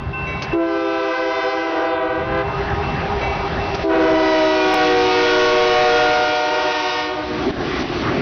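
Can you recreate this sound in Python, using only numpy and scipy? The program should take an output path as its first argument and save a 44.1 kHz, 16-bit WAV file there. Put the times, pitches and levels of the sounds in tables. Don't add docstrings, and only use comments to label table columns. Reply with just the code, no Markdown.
import sys
import numpy as np
from scipy import signal
from scipy.fft import rfft, irfft, next_fast_len
from scipy.io import wavfile
from scipy.ndimage import uniform_filter1d, map_coordinates

SR = 44100
rng = np.random.default_rng(int(sys.argv[2]) if len(sys.argv) > 2 else 0)


def transcribe(signal):
    frames = np.atleast_2d(signal).T
    limited = np.clip(frames, -1, 1)
    pcm = np.round(limited * 32767).astype(np.int16)
    wavfile.write(sys.argv[1], SR, pcm)


def boost_factor(decibels):
    exponent = np.asarray(decibels, float) / 20
    return 10 ** exponent


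N = 362405


def unit(x):
    return x / np.sqrt(np.mean(x ** 2) + 1e-20)


def clock():
    return np.arange(N) / SR


def along(points, hz):
    f, v = np.transpose(points)
    return np.interp(np.log(hz + 1), np.log(f + 1), v, -90, -90)


def curves(rows):
    s, *cols = np.transpose(rows)
    return [np.interp(clock(), s, c) for c in cols]


def wobble(rate):
    knots = rng.standard_normal(400)
    coarse = np.arange(0, N, 64)
    return np.interp(clock(), coarse / SR, map_coordinates(knots, [coarse * rate / SR]))


def filtered(x, response):
    m = next_fast_len(N + 8192)
    return irfft(rfft(x, m) * response(np.fft.rfftfreq(m, 1 / SR)), m)[:N]


def rush(response, patchy_db):
    z = signal.stft(rng.standard_normal(N + 512), nperseg=512)[2]
    field = uniform_filter1d(rng.standard_normal(z.shape), size=6, axis=0)
    field = uniform_filter1d(field, size=12, axis=1)
    noise = signal.istft(z * boost_factor(patchy_db * unit(field)), nperseg=512)[1][:N]
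    return unit(filtered(noise, response))


def gate(start, stop, rise, fall):
    opening = np.clip((clock() - start) / rise, 0, 1)
    closing = np.clip((stop - clock()) / fall + 1, 0, 1)
    return opening * closing


# [from/s, to/s, level/dB, return/s]
TURN_DOWN = [
    (0.535, 2.068, -17.5, 0.23),
    (3.83, 7.053, -15.5, 0.39),
]


def ducked():
    return sum(db * gate(a, b, 0.037, back) for a, b, db, back in TURN_DOWN)


# [f/Hz, level/dB per Hz]
RUMBLE = [(8.8, -39), (15, -17), (22, -17.5), (53, -4.5), (65, 1), (107, -3.5), (144, -1.5), (298, -16.5),
          (330, -9), (430, -32.5), (730, -120)]
# [f/Hz, level/dB per Hz]
ROAR = [(120, -23.5), (200, -12.5), (355, -2), (401, -6), (747, -1), (983, -9.5), (1120, -2.5),
        (1210, -7.5), (1730, -8.5), (3500, -22), (4550, -54), (7700, -120)]
# [f/Hz, level/dB per Hz]
HISS = [(1060, -15), (1800, -3), (2360, 2), (3190, 0.5), (4070, -1), (5700, -7.5), (6150, -14),
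        (6600, -35.5), (8580, -57.5), (14500, -120)]
# [f/Hz, width/Hz, level/dB]
GEARS = [(68.6, 28, -7), (399, 22, 0.5), (797, 48, -1), (666, 58, -9), (953, 65, -7), (1242, 36, -8)]
# [t/s, level/dB]
WHINE_LEVEL = [(0, -34.5), (.3, -36), (2.3, -40), (2.55, -27), (3.75, -26), (4, -55)]
# [t/s, rumble level/dB, wheels and fans in view level/dB]
TRAIN_LEVEL = [(0, -28.5, 0), (.5, -31.5, 4.5), (1.5, -39, 0.5), (2.15, -26, 3), (2.35, -30, 0.5),
               (2.6, -26.5, 4), (3.2, -28, 6), (3.75, -31, 9), (5.2, -31.5, 19.5), (6.65, -33.5, 16.5),
               (7.5, -32, 10.5), (7.95, -33.5, 14), (8.22, -24.5, 5)]
HISS_PATCHY_DB = 1.2


def train():
    rumble_db, view_db = curves(TRAIN_LEVEL)
    rumble = boost_factor(rumble_db + 1.4 * wobble(9.9)) * rush(lambda f: boost_factor(along(RUMBLE, f)), patchy_db=1.5)
    roar = boost_factor(rumble_db - 7 + view_db) * rush(lambda f: boost_factor(along(ROAR, f)), patchy_db=2.5)
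    hiss_db = rumble_db - 23 + 1.68 * view_db - .45 * ducked()
    hiss = boost_factor(hiss_db) * rush(lambda f: boost_factor(along(HISS, f)), patchy_db=HISS_PATCHY_DB)

    def teeth(f):
        return sum(boost_factor(db) / np.sqrt(w) / (1 + (2 * (f - c) / w) ** 2) for c, w, db in GEARS)

    throb_db, throb_s, crest_s = 1, .32, 3.12
    throb = throb_db * np.cos(2 * np.pi * (clock() - crest_s) / throb_s)
    whine = boost_factor(curves(WHINE_LEVEL)[0] + throb) * rush(teeth, patchy_db=2.5)
    return rumble + roar + hiss + whine


def wagon():
    body = rush(lambda f: 1 / (1 + ((f - 320) / 110) ** 4), patchy_db=2)
    return boost_factor(-26.5 + 1.5 * wobble(6)) * gate(7.25, 9, 0.23, .1) * body


# [t/s, level/dB, f/Hz]
THUDS = [
    (3.829, -22, 90),
    (7.507, -13, 240),
    (7.825, -24, 200),
    (8.199, -24, 220),
]


def rail_joint():
    out = np.zeros(N)
    for s, db, hz in THUDS:
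        t = np.maximum(clock() - s, 0)
        out += boost_factor(db - 60 * t / 0.023) * np.sin(2 * np.pi * hz * t)
    return out


# [t/s, level/dB, time to fade by 60 dB/s]
SPITS = [
    (0.421, -24, 0.079),
    (3.745, -29.5, 0.14),
    (7.79, -37, 0.42),
]
# [f/Hz, level/dB]
SPIT_COLOUR = [(1200, -14), (1700, -4), (2400, -8), (3200, -3), (4500, 0), (6000, -3), (6800, -20)]


def air_valves():
    air = rush(lambda f: boost_factor(along(SPIT_COLOUR, f)), patchy_db=2)
    out = np.zeros(N)
    for s, db, t60 in SPITS:
        t = np.maximum(clock() - s, 0)
        out += boost_factor(db - 60 * t / t60) * (1 - np.exp(-t / 0.00083)) * air
    return out


def ring(modes, s, factor=1):
    t = np.maximum(clock() - s, 0)[:4 * SR]
    tone = sum(boost_factor(db - 60 * t / t60) * np.sin(2 * np.pi * hz * factor * t) for hz, db, t60 in modes)
    return np.pad(tone * (1 - np.exp(-t / 0.0037)), (0, N - len(t)))


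# [f/Hz, level/dB, time to fade by 60 dB/s]
ENGINE_BELL = [(2020, -9.5, 0.88), (2245, -6.5, 1.2), (2277, -8.5, 0.89), (3250, -20, .6), (3890, -17, 1.1),
               (5950, -23, .3)]
# [t/s, level/dB, pitch factor]
ENGINE_STROKES = [
    (.268, -29, 1),
    (1.25, -53.5, 1),
    (2.231, -46, 1),
    (3.21, -26.5, 1.008),
]


def engine_bell():
    return np.sqrt(2) * sum(boost_factor(db) * ring(ENGINE_BELL, s, f) for s, db, f in ENGINE_STROKES)


# [f/Hz, level/dB, time to fade by 60 dB/s]
GONG = [(1046, -3.5, 4.6), (1533, 0.5, 1.5), (2083, -5, 3.2), (2679, -1.5, 1.6)]
GONG_DB = [-32, -35, -25]
GONG_FADE = [-4, -.4, -3.5]
# [low tones level/dB, third level/dB, top level/dB]
GONG_STROKES = [(-2, -14, -6), (-2, -5, 1), (0, 0, -2), (0, -5, 0), (0, -5, 0), (0, -6, 0), (0, -8, -2),
                (0, -3, -3), (0, -4, 1), (1, -7, 4), (0, -7, 1)]


def crossing_gong(first_s=-.255, beat_s=.3853):
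    parts = zip([GONG[:2], GONG[2:3], GONG[3:]], GONG_DB, GONG_FADE, np.transpose(GONG_STROKES))
    gong = np.zeros(N)
    for modes, db, fade, strokes_db in parts:
        strokes = sum(boost_factor(own) * ring(modes, first_s + k * beat_s) for k, own in enumerate(strokes_db))
        gong += boost_factor(db + fade * clock() + 1.2 * wobble(7)) * strokes
    return np.sqrt(2) * boost_factor(.95 * ducked()) * gong


REST_HZ = [319.3, 385.4, 495]
# [from/s, to/s]
BLASTS = [
    (0.502, 2.013),
    (3.821, 7.1),
]
# [f/Hz, level/dB]
ECHO_COLOUR = [(300, 2), (650, 4), (1000, -2.5), (1500, -3), (2500, -16), (4000, -26.5), (6000, -60)]
# [along the track from the listener/m, off the track/m, level/dB]
WALLS = [(-90.5, 15, -3.5), (-63.5, 27, -16), (-47, 22, -16.5), (-37, 45, -10.5), (-25.5, 30, 4),
         (-11, 50, -2), (6.5, 35, 1.5), (19.5, 28, -5.5), (37.5, 40, 4), (50, 22, -16.5), (73.5, 35, -5),
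         (-30.5, 56, 3)]
# [t/s, level/dB]
ECHO_LEVEL = [(.5, -21), (.8, -34.5), (1.2, -29), (2.1, -27), (2.3, -22.5), (2.6, 1), (3.8, -16),
              (4.2, -29), (6, -29.5), (6.6, -31), (7.4, -30.5), (7.7, -44)]


def echoes(speed=13.2, pass_s=4.3):
    t = clock()
    comb = sum(signal.sawtooth(2 * np.pi * (hz * t + .15 * wobble(6))) for hz in REST_HZ)
    tone = unit(filtered(comb, lambda f: f * boost_factor(along(ECHO_COLOUR, f))))
    horn = tone * sum(gate(a, b, 0.016, 0.045) for a, b in BLASTS)
    place = speed * (t - pass_s)
    lead = np.hypot(speed * (BLASTS[0][0] - pass_s), 10) / 343
    out = np.zeros(N)
    for x, y, db in WALLS:
        path = np.hypot(place - x, y) + np.hypot(x, y)
        out += boost_factor(db + 5.7 * wobble(5)) * np.interp(t + lead - path / 343, t, horn)
    return boost_factor(curves(ECHO_LEVEL)[0] - 10.5) * out


# [t/s, low, middle and high trumpet level/dB, brightness/dB per octave]
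HORN = [
    [(0.53, -24.5, -27, -33.5, -9.5), (0.62, -26, -38.5, -25.5, -3.1), (0.75, -31.5, -31, -27.5, -0.5),
     (0.95, -27.5, -30, -26.7, -0.5), (1.2, -33.5, -34.5, -26.2, 1), (1.45, -34.5, -35, -27, 1.5),
     (1.7, -32, -32, -26.5, -0.25), (1.95, -34.5, -35, -35, 2), (2.14, -33, -38.5, -37, -3.5)],
    [(3.84, -30, -30, -38, -4), (4.0, -26.5, -30, -18.5, -2.05), (4.4, -28.5, -27.6, -23.5, 1.67),
     (4.9, -27, -25, -24.5, 2.25), (5.4, -28.5, -23, -24.5, 2), (5.9, -26, -20.5, -22, 2.0),
     (6.5, -31.5, -32.5, -27.5, 3), (7.0, -38, -33.5, -35, 5.5), (7.4, -34.5, -34, -46, -4.8)],
]


def valve(lag):
    return sum(gate(b[0][0] - .003, b[-1][0] + lag, 0.0045, 0.1) for b in HORN)


def breath():
    low_db, mid_db, high_db, bright = curves(np.vstack(HORN))
    level_db = (low_db + mid_db + high_db) / 3
    roar = boost_factor(-18) * rush(lambda f: boost_factor(along(ROAR, f)), patchy_db=2.0)
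    hiss = boost_factor(-15.5 + 2.5 * bright) * rush(lambda f: boost_factor(along(HISS, f)), patchy_db=HISS_PATCHY_DB)
    return boost_factor(level_db) * (roar + hiss) * valve(-.34)


def passing():
    still_hz, speed, pass_s, track_m = 316.3, 14.354, 4.3444, 13.33
    horn_m, ear_m = 4.663, 1.5
    t = clock()
    place = speed * (t - pass_s)
    far = np.hypot(place, track_m)
    first_s, second_s = HORN[0][0][0], HORN[1][0][0]
    since = t - np.where(t < second_s - .1, first_s, second_s)
    sharp = 1 + .0205 * np.exp(-np.abs(since) / .1636)
    hz = still_hz / (1 + speed / 343 * place / far) * sharp
    return hz, 2 * horn_m * ear_m / far / 343


CHORD = [1, 1.2067, 1.5525]
LAG_S = [0, 0.15, -0.055]
VOICE_DB = [
    [0, 2.3, -5, -9.5],
    [0, -3, -11.5, -14.5],
    [0, -14.5, -10, -16.5],
]
# [f/Hz, level/dB]
BRASS = [(1200, -14), (1600, -14.5), (2500, -17.5), (3500, -23), (4300, -29.5), (5400, -29), (7000, -54)]
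EDGE_DB = [-4, -2.5, -2]
# [t/s, width/s, extra/dB per octave]
BEAMS = [
    (6.8, 0.21, 1.5),
    (5.31, 0.28, 1.5),
    (4.31, 0.26, 1.5),
]


def trumpet(size, count):
    hz, delay = passing()
    hz = CHORD[size] * hz
    *levels_db, bright = curves(np.vstack(HORN))
    facing_s, width_s, beam_db = BEAMS[size]
    bright = bright + beam_db * np.exp(-((clock() - facing_s) / width_s) ** 2)
    phase = 2 * np.pi * np.cumsum(hz * (1 + .0004 * wobble(25))) / SR
    slow = slice(0, N, 64)
    late = delay[slow]
    tone = np.zeros(N)
    for k in range(1, count):
        f = k * hz[slow]
        upper = k > len(VOICE_DB[size])
        if upper:
            voice_db = along(BRASS, f) + EDGE_DB[size] * np.clip(f / 4000, 0, 1)
        else:
            voice_db = VOICE_DB[size][k - 1]
        ground = .95 / (1 + f / (2200 * 343 * late))
        comb = np.abs(1 + ground * np.exp(-2j * np.pi * f * late))
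        air_db = 1.2 * wobble(4) + (1.6 if upper else 1) * 1.4 * wobble(16)
        tilt_db = bright[slow] * np.log2(f / 500)
        gain = comb * boost_factor(levels_db[size][slow] + voice_db + tilt_db + air_db[slow])
        if upper:
            khz = k * hz.mean() / 1000 - 1
            speaks = sum(gate(b[0][0] + .027 * khz, b[-1][0] - .071 * khz, 0.036, .12) for b in HORN)
            gain *= speaks[slow]
        tone += np.interp(clock(), clock()[slow], gain) * np.sin(k * phase + k * k)
    return np.sqrt(2) * tone * valve(LAG_S[size])


def scene():
    horn = sum(trumpet(size, count) for size, count in enumerate([21, 18, 14]))
    bells = crossing_gong() + engine_bell()
    knocks = air_valves() + rail_joint()
    return (horn + breath() + echoes() + boost_factor(ducked()) * train() + wagon() + bells + knocks)[None]


# [t/s, level/dB, recovery/s]
DUCKS = [
    (-.01, -3.5, 0.22),
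    (3.758, -5, 0.027),
    (7.511, -7, 0.08),
    (7.83, -4.5, 0.11),
]


def gain_control():
    t = clock()
    return boost_factor(sum(db * (t > s) / (1 + np.clip((t - s) / back, 0, 30) ** 4) for s, db, back in DUCKS))


def top_cut(x):
    return signal.sosfilt(signal.butter(12, 15800, fs=SR, output="sos"), x)


def record(dry):
    x = 1.362 * dry[0] * gain_control()
    x = x + .3 * x * x - .3 * uniform_filter1d(x * x, size=2000)
    x = x / (1 + np.abs(x / 0.29) ** 4) ** (1 / 4)
    x = filtered(x, lambda f: np.clip((6900 - f) / 300, 0, 1) ** 2 / (1 + (f / 6500) ** 30))
    at = round(4.74257 * SR)
    lost = 20 + np.argmax(np.abs(x[at + 20:at + 120] - x[at]))
    x = np.concatenate([x[:at], x[at + lost:], x[-lost:]])
    return top_cut(x[None])


dry = scene()
out = record(dry)
transcribe(out)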